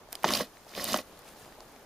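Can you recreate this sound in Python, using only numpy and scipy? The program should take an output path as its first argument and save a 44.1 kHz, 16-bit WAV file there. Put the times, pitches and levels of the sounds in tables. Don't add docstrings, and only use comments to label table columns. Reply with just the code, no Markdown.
import sys
import numpy as np
from scipy import signal
from scipy.io import wavfile

SR = 44100
rng = np.random.default_rng(int(sys.argv[2]) if len(sys.argv) > 2 else 0)


def amplitude_ratio(level_db):
    exponent = np.asarray(level_db, float) / 20
    return 10 ** exponent


def output_pcm(signal):
    pcm = np.clip(np.atleast_2d(signal).T, -1, 1) * 32767
    wavfile.write(sys.argv[1], SR, np.round(pcm).astype(np.int16))


N = 81585


def rms_one(x):
    return x / np.sqrt(np.mean(x ** 2) + 1e-20)


def in_time(rows, outside=-120):
    s, *columns = np.transpose(rows)
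    return [np.interp(np.arange(N) / SR, s, c, outside, outside) for c in columns]


def at_hz(points, hz):
    table_hz, level_db = np.transpose(points)
    return np.interp(np.log(hz), np.log(table_hz), level_db)


def drift(rate_hz):
    r = np.exp(-2 * np.pi * rate_hz / SR)
    wander = signal.lfilter([1], [1, -2 * r, r * r], rng.standard_normal(N + SR))
    return rms_one(wander[SR:])


def band_noise(order, edges_hz, noise):
    return signal.sosfilt(signal.butter(order, edges_hz, "band", fs=SR, output="sos"), noise)


def ring(push, hz, t60):
    r, w = amplitude_ratio(-60 / (t60 * SR)), 2 * np.pi * hz / SR
    return signal.lfilter([0, np.sin(w)], [1, -2 * r * np.cos(w), r * r], push + 1e-18)


def clicks(per_s, spread_db):
    size = amplitude_ratio(spread_db * np.minimum(rng.exponential(1, N), 5)) * rng.choice([-1, 1], N)
    return size * (rng.random(N) < per_s / SR)


def grains(per_s, spread_db, pitches_hz, gains_db, cycles):
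    train = clicks(per_s, spread_db)
    dealt = rng.integers(0, len(pitches_hz), N)
    total = 0
    for k, (hz, gain_db) in enumerate(zip(pitches_hz, gains_db)):
        total = total + amplitude_ratio(gain_db) * rms_one(ring(train * (dealt == k), hz, cycles / hz))
    return rms_one(total)


FIBRES_PER_S, FIBRE_SPREAD_DB, FIBRE_CYCLES, CLUMP_DB = 16000, 2.6, 14.0, 1.1


def crackle(spectrum, clumps_per_s):
    hz = np.geomspace(1200, 15000, num=24)
    gains_db = at_hz(spectrum, hz) + 10 * np.log10(hz)
    clumps = amplitude_ratio(CLUMP_DB * drift(clumps_per_s))
    return clumps * grains(FIBRES_PER_S, FIBRE_SPREAD_DB, hz, gains_db, FIBRE_CYCLES)


SNAP_S, SNAP_RISE_S, SNAP_WIDTH_OCTAVES, SNAP_BROAD_DB, SNAP_LEAD = .0011, .0002, .75, -17, 3.5


def snaps(rows):
    out, t = np.zeros(N + SR), np.arange(600) / SR
    for (s, db, hz), noise in zip(rows, rng.standard_normal((len(rows), len(t)))):
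        burst = (noise - SNAP_LEAD * (t == 0)) * np.exp(-t / SNAP_S)
        edges = hz * 2 ** np.array([-SNAP_WIDTH_OCTAVES, SNAP_WIDTH_OCTAVES])
        peak = band_noise(2, np.clip(edges, 100, .45 * SR), burst)
        broad = np.diff(burst, prepend=0) / np.abs(burst).max()
        snap = peak / np.abs(peak).max() + amplitude_ratio(SNAP_BROAD_DB) * broad
        start = int((s - SNAP_RISE_S) * SR)
        out[start:start + len(t)] += amplitude_ratio(db) * snap
    return out[:N]


LEAN_HZ, WIDE_DB, WIDE_HZ, SCATTER_S, PATHS_PER_S = 1200, -1.5, 8000, .0015, 60


def stereo(x, left_db):
    t = np.arange(600) / SR
    scatter = rng.standard_normal((8, len(t))) * np.exp(-t / SCATTER_S)
    scatter = scatter / np.linalg.norm(scatter, axis=1, keepdims=True)
    treble = signal.lfilter(*signal.butter(1, WIDE_HZ, "high", fs=SR), x)
    away = (np.arange(N) / SR * PATHS_PER_S - np.arange(8)[:, None]) % 8 - 1
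    share = np.cos(np.pi / 2 * np.clip(away, -1, 1))
    side = amplitude_ratio(WIDE_DB) * signal.fftconvolve(treble * share, scatter, axes=1)[:, :N].sum(0)
    lean = signal.lfilter(*signal.butter(1, LEAN_HZ, "high", fs=SR), x)
    left = x + side + (amplitude_ratio(left_db) - 1) * lean
    right = x - side + (amplitude_ratio(-left_db) - 1) * lean
    return np.array([left, right])


# pitch_hz, level_db (per Hz)
FOREST = [(15, -14), (28, 9.5), (45, -1.5), (754, -0.5), (2220, -12), (6740, -15.5), (7920, -22.5),
          (12500, -17.5), (14800, -24), (16000, -36)]
# pitch_hz, likeness (0 to 1)
LIKENESS = [(60, 0.92), (240, 0.81), (950, 0.83), (3770, 0.033), (15000, 0.011)]
FOREST_DB = -55


def forest():
    out, together, edges = 0, drift(2.5), 20 * 2 ** np.arange(0, 10, .5)
    white = rng.standard_normal((2, 2, N))
    for k, (low, high) in enumerate(zip(edges, edges[1:])):
        mid, side = band_noise(2, [low, high], white[k % 2])
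        hz = np.sqrt(low * high)
        alike = np.clip(at_hz(LIKENESS, hz), -1, 1)
        gain = amplitude_ratio(at_hz(FOREST, hz) + .6 * together + 1.2 * drift(12))
        out = out + gain * (np.sqrt(1 + alike) * mid + np.sqrt(1 - alike) * side * [[1], [-1]])
    return amplitude_ratio(FOREST_DB) * rms_one(out)


# start_s, rustle level_db, weight level_db
MOVE = [(0, -96, 2), (.1, -66, -6), (.135, -52.5, 12.5), (.165, -60, 3), (.55, -64, -4.5), (1.1, -62, 2),
        (1.18, -61, 0), (1.23, -63, 2.5), (1.29, -55.5, -0.5), (1.35, -62, 1.5), (1.42, -55.5, 4.5),
        (1.5, -62, 3.5), (1.56, -66, 0.5), (1.61, -63.5, 3), (1.85, -66.5, 1)]
# pitch_hz, level_db (per Hz)
RUSTLE = [(530, -31), (900, -1), (956, -55), (1310, -2), (1790, -4), (10600, -8), (16000, -13)]
# start_s, peak level_db, pitch_hz
TICKS = [(.0342, -60, 3900), (.0881, -49, 4500), (.5708, -43.5, 2600), (.6479, -43.5, 5000),
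         (.6653, -53, 4300), (.6798, -48, 3800), (.689, -45, 7500), (.6929, -37.5, 5000),
         (.7028, -49, 9400), (.7157, -44, 5800), (.7294, -46, 11000), (.7381, -35.5, 2000),
         (1.1737, -43, 4600), (1.1912, -39, 12000), (1.2199, -45, 7000), (1.2379, -52, 2600),
         (1.2449, -53, 9900), (1.2654, -49, 2300), (1.2802, -38, 2280), (1.2886, -39, 6500),
         (1.3345, -53, 12000), (1.39, -48, 9800), (1.397, -44, 10000), (1.449, -42, 1600),
         (1.458, -48, 2500), (1.4665, -50, 7500), (1.4785, -63, 2260), (1.5243, -44, 2000),
         (1.6052, -38, 4840), (1.6051, -57, 10300), (1.7623, -43, 1920), (1.7622, -48, 4600),
         (1.8283, -50, 14100)]
CRUNCH_DB, CRUNCH_PER_S, CRUNCH_LOW_HZ, CRUNCH_HIGH_HZ = -61, 1200, 309, 1620


def movement():
    move_db, weight_db = in_time(MOVE)
    hz = np.geomspace(CRUNCH_LOW_HZ, CRUNCH_HIGH_HZ, num=12)
    hump_db = -2.5 * np.log2(hz / 700) ** 2
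    crunch = amplitude_ratio(CRUNCH_DB + weight_db) * grains(CRUNCH_PER_S, 1.8, hz, hump_db, 9.0)
    rustle = amplitude_ratio(move_db) * crackle(RUSTLE, 60)
    return rustle + snaps(TICKS) + crunch


# start_s, tearing level_db, drone of the wood over it level_db
TUG_1 = [
    (.215, -68, 8),
    (.2405, -55, 7),
    (.246, -44.5, 4.5),
    (.29, -37.5, 6.5),
    (.35, -35, 2),
    (.39, -38, -0.3),
    (.413, -39.5, 9),
    (.44, -50.5, 0),
    (.49, -70, 10),
]
TUG_2 = [
    (.68, -62.5, 0.92),
    (.745, -54, 1),
    (.775, -44, 3.1),
    (.85, -40.5, 0.43),
    (.9, -39, 1.3),
    (.93, -38.5, 3.8),
    (.985, -42, 3.7),
    (1.012, -53, 1.4),
    (1.035, -70, 8.9),
]


def tug_force():
    (first, first_low), (second, second_low) = in_time(TUG_1), in_time(TUG_2)
    tear_db = np.maximum(first, second)
    return tear_db, tear_db + np.maximum(first_low, second_low)


SHUDDER_DB, SHUDDER_HZ = -16, 121


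def shudder(drone_db):
    low = band_noise(3, [SHUDDER_HZ / 2.35, SHUDDER_HZ * 2.9], rng.standard_normal(N))
    return amplitude_ratio(drone_db + SHUDDER_DB) * rms_one(low)


# start_s, peak level_db,
# contact pitch_hz
KNOCKS = [(.0875, -39, 656), (.129, -44, 704), (.153, -36, 756), (.2255, -50, 654), (0.2426, -6, 890),
          (.2438, -13, 1730), (.2475, -23, 1100), (0.2452, -25.5, 176), (.2505, -20.5, 910),
          (.258, -20.5, 365), (.261, -22, 645), (.306, -17.5, 1120), (.336, -22, 594), (.35, -36.5, 503),
          (.372, -45, 570), (.401, -22.5, 1010), (.4065, -18, 570), (.666, -39, 700), (.722, -38, 1410),
          (0.7765, -22, 572), (.81, -31, 586), (.848, -35, 560), (.904, -27.5, 650), (.9425, -9.5, 1175),
          (0.9434, -15.5, 618), (.9475, -33, 730), (.96, -23, 766), (.943, -25, 223), (.99, -28, 596),
          (1.36, -42.5, 730), (1.414, -54, 263), (1.462, -43, 890), (1.478, -39.5, 770), (1.52, -40.5, 775),
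          (1.586, -39.5, 674), (1.6055, -37.5, 1030), (1.6225, -45, 790), (1.666, -43, 850),
          (1.726, -46, 593), (1.7615, -45, 560)]
# pitch_hz, knocked level_db, t60_s, rubbed level_db
WOOD = [(212, -14, 0.12, -8), (257, -12, 0.09, -7), (350, -3.5, 0.05, -9), (500, -5, 0.04, -5),
        (600, 3, 0.04, 1.1), (690, 0.4, 0.025, -1.1), (900, -2.5, 0.0083, -5), (1095, -1.1, 0.03, -2.1),
        (1355, 1.1, 0.011, -1.1), (1925, 3.5, 0.011, 3)]
KNOCK_TRIM_DB, KNOCK_CYCLES, KNOCK_HARD_HZ = -22, 6.0, 2500
DRONE_PER_S, DRONE_SPREAD_DB, WOOD_LOW_HZ = 1200, 4.5, 150


def wood(drone_db):
    push, thud, t = np.zeros((len(WOOD), N + SR)), np.zeros(N + SR), np.arange(1500) / SR
    pulse = t * np.exp(-2 * np.pi * KNOCK_HARD_HZ * t)
    pulse = pulse / pulse.sum()
    for (s, db, hz), luck_db in zip(KNOCKS, rng.normal(0, 1.4, (len(KNOCKS), len(WOOD)))):
        at = slice(int(s * SR), int(s * SR) + len(t))
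        push[:, at] += amplitude_ratio(db + KNOCK_TRIM_DB + luck_db)[:, None] * pulse
        swell = (1 - np.exp(-1.5 * t * hz)) ** 2
        decay = amplitude_ratio(-60 * t * hz / KNOCK_CYCLES)
        thud[at] -= 3.55 * amplitude_ratio(db) * np.sin(2 * np.pi * hz * t) * decay * swell
    knocks, steady, drone = thud[:N], 0, 0
    for k, (hz, knock_db, t60, rub_db) in enumerate(WOOD):
        knocks = knocks + (-1) ** k * amplitude_ratio(knock_db) * ring(push[k, :N], hz, t60)
        rub = rms_one(clicks(DRONE_PER_S, DRONE_SPREAD_DB))
        steady = steady + amplitude_ratio(rub_db) * ring(rub, hz, t60)
        drone = drone + amplitude_ratio(rub_db) * ring(amplitude_ratio(drone_db) * rub, hz, t60)
    drone = drone / np.std(steady)
    return signal.sosfilt(signal.butter(3, WOOD_LOW_HZ, "high", fs=SR, output="sos"), knocks + drone)


# pitch_hz, width_hz, level_db
SCALES = [(1770, 93, -7), (2493, 30, -4.5), (3000, 150, -7), (3680, 210, -12.5), (4200, 63, -9),
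          (4840, 80, -4), (5340, 79, -13)]


def scales(x):
    out = x
    for hz, width_hz, db in SCALES:
        out = out + 2 * amplitude_ratio(db) * signal.lfilter(*signal.iirpeak(hz, hz / width_hz, SR), x)
    return out


# pitch_hz, level_db (per Hz)
TEAR = [(530, -35), (900, -5), (1070, 12), (1410, -40), (2960, 3), (5480, 5), (7860, -5.5), (13000, -0.5),
        (16000, -12)]
# start_s, peak level_db, pitch_hz
SNAPS = [(.1238, -35.5, 10000), (.1284, -30, 2650), (.1283, -19.5, 10700), (.141, -44, 9000),
         (.1537, -25.5, 3100), (.1534, -26.5, 8800), (.1562, -34, 7200), (.2271, -41, 4700),
         (.2333, -30, 13000), (.2336, -33, 2600), (.2445, -19, 3970), (.245, -35, 8500),
         (.249, -20.5, 2490), (.2563, -42, 11500), (.2637, -41, 10700), (.2755, -35, 3200),
         (.2798, -23, 3420), (.2859, -42, 13000), (.2866, -37, 5000), (.2897, -17.5, 2900),
         (.3064, -19.5, 3800), (.3226, -18.5, 5360), (.3368, -15, 3070), (.3367, -18, 8450),
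         (.3497, -17.5, 4420), (.3522, -16.5, 3000), (.3518, -29, 7500), (.371, -25, 5500),
         (.3739, -24, 6000), (.3857, -31, 4200), (.3877, -36, 9000), (.4068, -22, 2060), (.4091, -26, 6000),
         (.4203, -35, 4800), (.4462, -48, 4100), (.7509, -29.5, 3100), (.7591, -35, 4130),
         (.7636, -32, 9000), (.777, -33, 3180), (.7914, -51, 3800), (.8241, -30, 9800), (.8426, -15, 11660),
         (.8524, -22, 4100), (.8589, -31, 3160), (.8777, -27, 8700), (.8826, -23, 12000),
         (.8907, -38, 10000), (.9038, -36, 8500), (.9197, -33, 9000), (.9211, -22, 5500),
         (.9318, -17.5, 4050), (.9344, -22, 7900), (.9431, -17, 4370), (.9632, -22, 4400),
         (.9738, -21, 8700), (.9882, -26.5, 2440), (1.007, -36, 9700), (1.014, -37, 5700)]


def tearing(tear_db):
    return scales(amplitude_ratio(tear_db) * crackle(TEAR, 70) + snaps(SNAPS))


def scene():
    tear_db, drone_db = tug_force()
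    bark = shudder(drone_db) + wood(drone_db) + tearing(tear_db)
    return forest() + stereo(movement(), 1.0) + stereo(bark, -1.1)


def roll_off(x):
    return signal.sosfilt(signal.butter(12, 16640, fs=SR, output="sos"), x)


NOTCH_HZ, NOTCH_WIDTH_HZ, CUTOFF_HZ = 7950, 300, 15850


def record(dry):
    x = signal.lfilter(*signal.iirnotch(NOTCH_HZ, NOTCH_HZ / NOTCH_WIDTH_HZ, SR), dry)
    x = signal.sosfilt(signal.cheby2(14, 42, CUTOFF_HZ, fs=SR, output="sos"), x)
    x = signal.sosfilt(signal.cheby2(12, 60, 16700, fs=SR, output="sos"), x)
    return roll_off(x)


dry = scene()
out = record(dry)
output_pcm(out)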